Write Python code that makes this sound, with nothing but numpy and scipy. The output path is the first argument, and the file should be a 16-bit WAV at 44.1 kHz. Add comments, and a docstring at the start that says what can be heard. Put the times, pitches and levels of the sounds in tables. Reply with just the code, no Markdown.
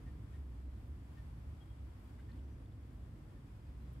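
"""A quiet waterside

Distant traffic rumbles (low noise) with one engine droning in it (a wavering tone), over the soft hiss
of far tyres. A water bird gives a few short, raspy pips, and small birds whistle and twitter far off
(nearly pure tones). Wet plants rustle, crackle and tick faintly (short bursts of noise).
The birds and plants echo briefly from the banks."""
import sys
import numpy as np
from scipy import signal
from scipy.fft import rfft, irfft
from scipy.io import wavfile

SR = 44100
rng = np.random.default_rng(int(sys.argv[2]) if len(sys.argv) > 2 else 0)


def transcribe(signal):
    """Save signal, clipped to [-1, 1], as a 16-bit WAV file at the path in sys.argv[1]."""
    frames = np.atleast_2d(signal).T
    limited = np.clip(frames, -1, 1)
    pcm = np.round(limited * 32767).astype(np.int16)
    wavfile.write(sys.argv[1], SR, pcm)


N = 176400


def undb(db):
    """Turn decibels into a number to multiply by."""
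    return 10 ** (np.asarray(db) / 20)


def times():
    """The time of every sample, in seconds."""
    return np.arange(N) / SR


def on_bins(points):
    """Join (f/Hz, level/dB) points into a level for every frequency, on a log-frequency scale."""
    hz, db = np.array(points).T
    return np.interp(np.log(np.maximum(np.fft.rfftfreq(N, 1 / SR), 1)), np.log(hz), db)


def noise(gain):
    """Noise shaped by a gain for each frequency, then scaled to a strength (rms) of 1."""
    x = irfft(rfft(rng.standard_normal(N)) * gain, N)
    return x / x.std()


def band(hz, width_hz):
    """Noise that lies mostly in one band around hz."""
    f = np.maximum(np.fft.rfftfreq(N, 1 / SR), 1)
    return noise(1 / (1 + ((f * f - hz * hz) / (f * width_hz)) ** 2))


def wobble(per_s):
    """A smooth random curve, about 1 in size, that changes about per_s times a second."""
    f = np.fft.rfftfreq(N, 1 / SR)
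    return noise((f > 0) * np.exp(-(f / per_s) ** 2))


def swell(at, length_s):
    """A rounded rise and fall with its peak at the given time."""
    return np.exp(-2 * np.minimum(((times() - at) / length_s) ** 2, 20))


def pan(x, db):
    """Place a sound between the ears: positive db is left, negative is right."""
    return x * undb(np.array([[db], [-db]]) / 2)


def bird_notes(rows, arch, rough, overtone_db):
    """Nearly pure notes whose pitch rises and falls (arch) and trembles (rough)."""
    out, tremble = 0, 1 + rough * wobble(250)
    for at, hz, db, length in rows:
        bend = 1 - arch * np.minimum(((times() - at) / length) ** 2, 2)
        phase = 2 * np.pi * np.cumsum(hz * bend * tremble) / SR
        tone = np.sin(phase) + undb(overtone_db) * np.sin(2 * phase)
        out = out + undb(db) * swell(at, length) * tone
    return out


def engine_drone():
    """One engine's firing makes a low tone that wavers in pitch and loudness."""
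    loudness = [(0,-65),(.14,-47),(.26,-56.5),(.44,-43.5),(.53,-48),(.66,-41.5),(.83,-61),(.905,-42),(.98,-55.5),(1.3,-50),(1.41,-53.5),(1.49,-43.5),(1.64,-62),(1.85,-46.5),(1.96,-59),(2.38,-48.5),(2.68,-59),(2.82,-52.5),(2.95,-65),(3.05,-50),(3.15,-68),(3.6,-60.5),(3.7,-49),(3.77,-59.5),(3.86,-47.5),(4,-54)]  # the drone over time: t/s, level/dB
    firing_hz = 65.27 * (1 + .06 * wobble(12.9))
    level_db = np.interp(times(), *np.array(loudness).T) + 1.5 * wobble(20)
    return np.sqrt(2) * np.sin(2 * np.pi * np.cumsum(firing_hz) / SR) * undb(level_db)


def traffic():
    """Distant traffic rumbles from the right, with the engine droning in it."""
    spectrum = [(20,-35.5),(28,-28),(38,-11),(50,2),(62,-4.5),(80,-5),(110,-3),(140,-15.5),(180,-18),(290,-24),(335,-21),(390,-36),(500,-31.5),(800,-40),(1600,-69)]  # the rumble's tone colour: f/Hz, relative level/dB
    shape = undb(on_bins(spectrum))
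    middle = noise(shape)
    sides = undb(-27) * noise(shape) * np.array([[1], [-1]])
    rumble = (middle + sides) * undb(-52.5 + 0.45 * wobble(2.8))
    left, right = pan(rumble + engine_drone(), db=-0.6)
    t, lag_s = times(), 0.00031  # the sound reaches the left ear later
    return np.array([np.interp(t - lag_s, t, left), right])


def traffic_surges():
    """A boom and a higher roar swell and fade as vehicles come and go."""
    surges = [(0,-52.5,-62),(.25,-57.5,-63),(.85,-63.5,-63.5),(1.35,-58.5,-66),(1.7,-63.5,-67.5),(2.0,-67,-65.5),(2.39,-58,-60),(2.7,-66.5,-62.5),(3.0,-56,-64.5),(3.25,-59,-63),(3.6,-60,-66.5),(3.9,-54.5,-63)]  # the two bands over time: t/s, boom level/dB, roar level/dB
    at, boom_db, roar_db = np.array(surges).T
    boom = band(hz=127.6, width_hz=61) * undb(np.interp(times(), at, boom_db))
    roar = band(hz=253.6, width_hz=141) * undb(np.interp(times(), at, roar_db))
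    return pan(boom + roar, db=-0.5)


def tyre_hiss():
    """Far tyres make a wash that thins into hiss; separate noise in each ear makes it wide."""
    spectrum = [(40,3),(150,6),(280,4.5),(420,0.5),(750,0.5),(1050,0.5),(1500,-4),(2000,-6),(2700,-10.5),(3400,-11),(4000,-16.5),(4800,-15),(6300,-21),(7300,-18.5),(8600,-18),(10000,-22.5),(11400,-18.5),(13000,-24.5),(15500,-32.5)]  # the wash's tone colour: f/Hz, relative level/dB
    balance = [(300,1),(1200,1),(2500,2),(4500,0.5),(8000,1),(10000,3.5),(11500,5),(15000,-8)]  # how it leans to one side: f/Hz, left minus right level/dB
    loudness = [(0,-66.5),(.6,-67),(1.7,-66.5),(2.35,-67),(2.7,-68),(3.3,-68),(4,-67)]  # the wash over time: t/s, level/dB
    shape, lean_db = undb(on_bins(spectrum)), on_bins(balance) / 2
    ears = np.array([irfft(rfft(noise(shape)) * undb(side * lean_db), N) for side in (1, -1)])
    return ears * undb(np.interp(times(), *np.array(loudness).T) + 0.68 * wobble(8.6))


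def water_bird():
    """A water bird pips on the left; a puff of noise makes each note slightly raspy."""
    pips = [(.079,1840,-67.5,0.026),(0.354,1840,-70.5,0.029),(1.185,1817,-65,0.02),(2.3,1830,-67.5,0.015),(3.375,1793,-76.5,0.028)]  # one row a pip: middle t/s, pitch f/Hz, level/dB, length/s
    tones = bird_notes(pips, arch=.008, rough=0.01, overtone_db=-23)
    puffs = sum(undb(db - 7) * swell(at, length_s=0.021) for at, _, db, _ in pips)
    rasp = band(hz=1720, width_hz=1900) * puffs
    return pan(tones + rasp, db=6)


def leaf_crackle(per_s=7.9):
    """Wet leaves give tiny clicks at random moments, each of its own size."""
    clicks = rng.random((int(per_s * N / SR), 2))
    bursts = sum(2 * size * swell(when * N / SR, length_s=0.0017) for when, size in clicks)
    return undb(-84) * bursts * np.array([band(hz=10900, width_hz=9900) for _ in range(2)])


def leaf_rustles():
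    """Leaves stir in soft swells of very high, grainy noise."""
    rustles = [(.5,-93,.16),(.84,-89,.12),(1.167,-91,.1),(1.467,-92,0.046),(2.057,-84.5,0.11),(2.96,-90,.06)]  # one row a rustle: middle t/s, level/dB, length/s
    stir = sum(undb(db) * swell(at, length) for at, db, length in rustles)
    grain = undb(3.5 * wobble(120))
    return stir * grain * np.array([band(hz=12000, width_hz=7200) for _ in range(2)])


def bird_whistles():
    """Small birds whistle thin, nearly level notes far off to the left."""
    whistles = [(.71,4100,-88,.16),(1.62,3255,-71,0.02),(1.705,3260,-80,.035),(2.455,5910,-89,0.045),(2.525,5900,-86.5,0.045),(3.82,4090,-86,0.028),(3.853,4080,-84,0.012),(3.88,4090,-85,0.014),(3.96,3250,-84,0.043)]  # one row a whistle: middle t/s, pitch f/Hz, level/dB, length/s
    return pan(bird_notes(whistles, arch=0.0025, rough=0.0054, overtone_db=-44), db=6.5)


def plant_ticks():
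    """Wet plants tick, each tick a very short burst of noise."""
    ticks = [(2.199,1550,350,-68.5,0.01),(2.196,2030,350,-77,0.021),(2.204,3000,1800,-77.5,.022),(2.319,4100,700,-69.5,0.0039),(2.392,3050,500,-76,.008),(2.662,3390,300,-75,0.0055),(2.723,3320,1800,-80,0.011),(2.835,4000,1800,-85,.008),(3.83,13000,4000,-78,.0008),(3.931,13000,4000,-72,.001),(3.936,11000,8000,-79,.006)]  # one row a tick: t/s, centre f/Hz, width/Hz, level/dB, length/s
    bursts = sum(undb(db) * swell(at, length) * band(hz, width) for at, hz, width, db, length in ticks)
    return pan(bursts, db=0)


def bird_twitter(note_s=.017):
    """Several far birds twitter in quick, faint notes on the left."""
    chirps = [(3.485,2470,-79),(3.555,2500,-85),(3.56,4880,-89),(3.59,4130,-85.5),(3.61,4900,-85),(3.615,2470,-81),(3.645,3230,-86),(3.665,4900,-86.5),(3.675,2490,-81),(3.685,4130,-86),(3.725,4900,-88),(3.75,4150,-86),(3.87,4880,-87.5)]  # one row a chirp: middle t/s, pitch f/Hz, level/dB
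    rows = [(*chirp, note_s) for chirp in chirps]
    return pan(bird_notes(rows, arch=.015, rough=.013, overtone_db=-44), db=6.5)


def bank_echo(x, fade_s=0.21):
    """The banks scatter sound back as a short, blurred echo that falls 60 dB in fade_s."""
    tail = rng.standard_normal((2, N)) * np.exp(-np.log(1000) * times() / fade_s)
    tail = tail / np.sqrt((tail ** 2).sum(1, keepdims=True))
    return x + undb(-10.5) * signal.fftconvolve(x, tail, axes=1)[:, :N]


def scene():
    """Traffic and tyre hiss lie behind the echoing birds and plants."""
    background = traffic() + traffic_surges() + tyre_hiss()
    birds = water_bird() + bird_whistles() + bird_twitter()
    plants = leaf_crackle() + leaf_rustles() + plant_ticks()
    return background + bank_echo(birds + plants)


def record(dry):
    """Cut away the very highest treble with a steep filter."""
    top_hz = 15700
    return signal.sosfilt(signal.ellip(10, .2, 70, top_hz, fs=SR, output="sos"), dry)


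dry = scene()
out = record(dry)
transcribe(out)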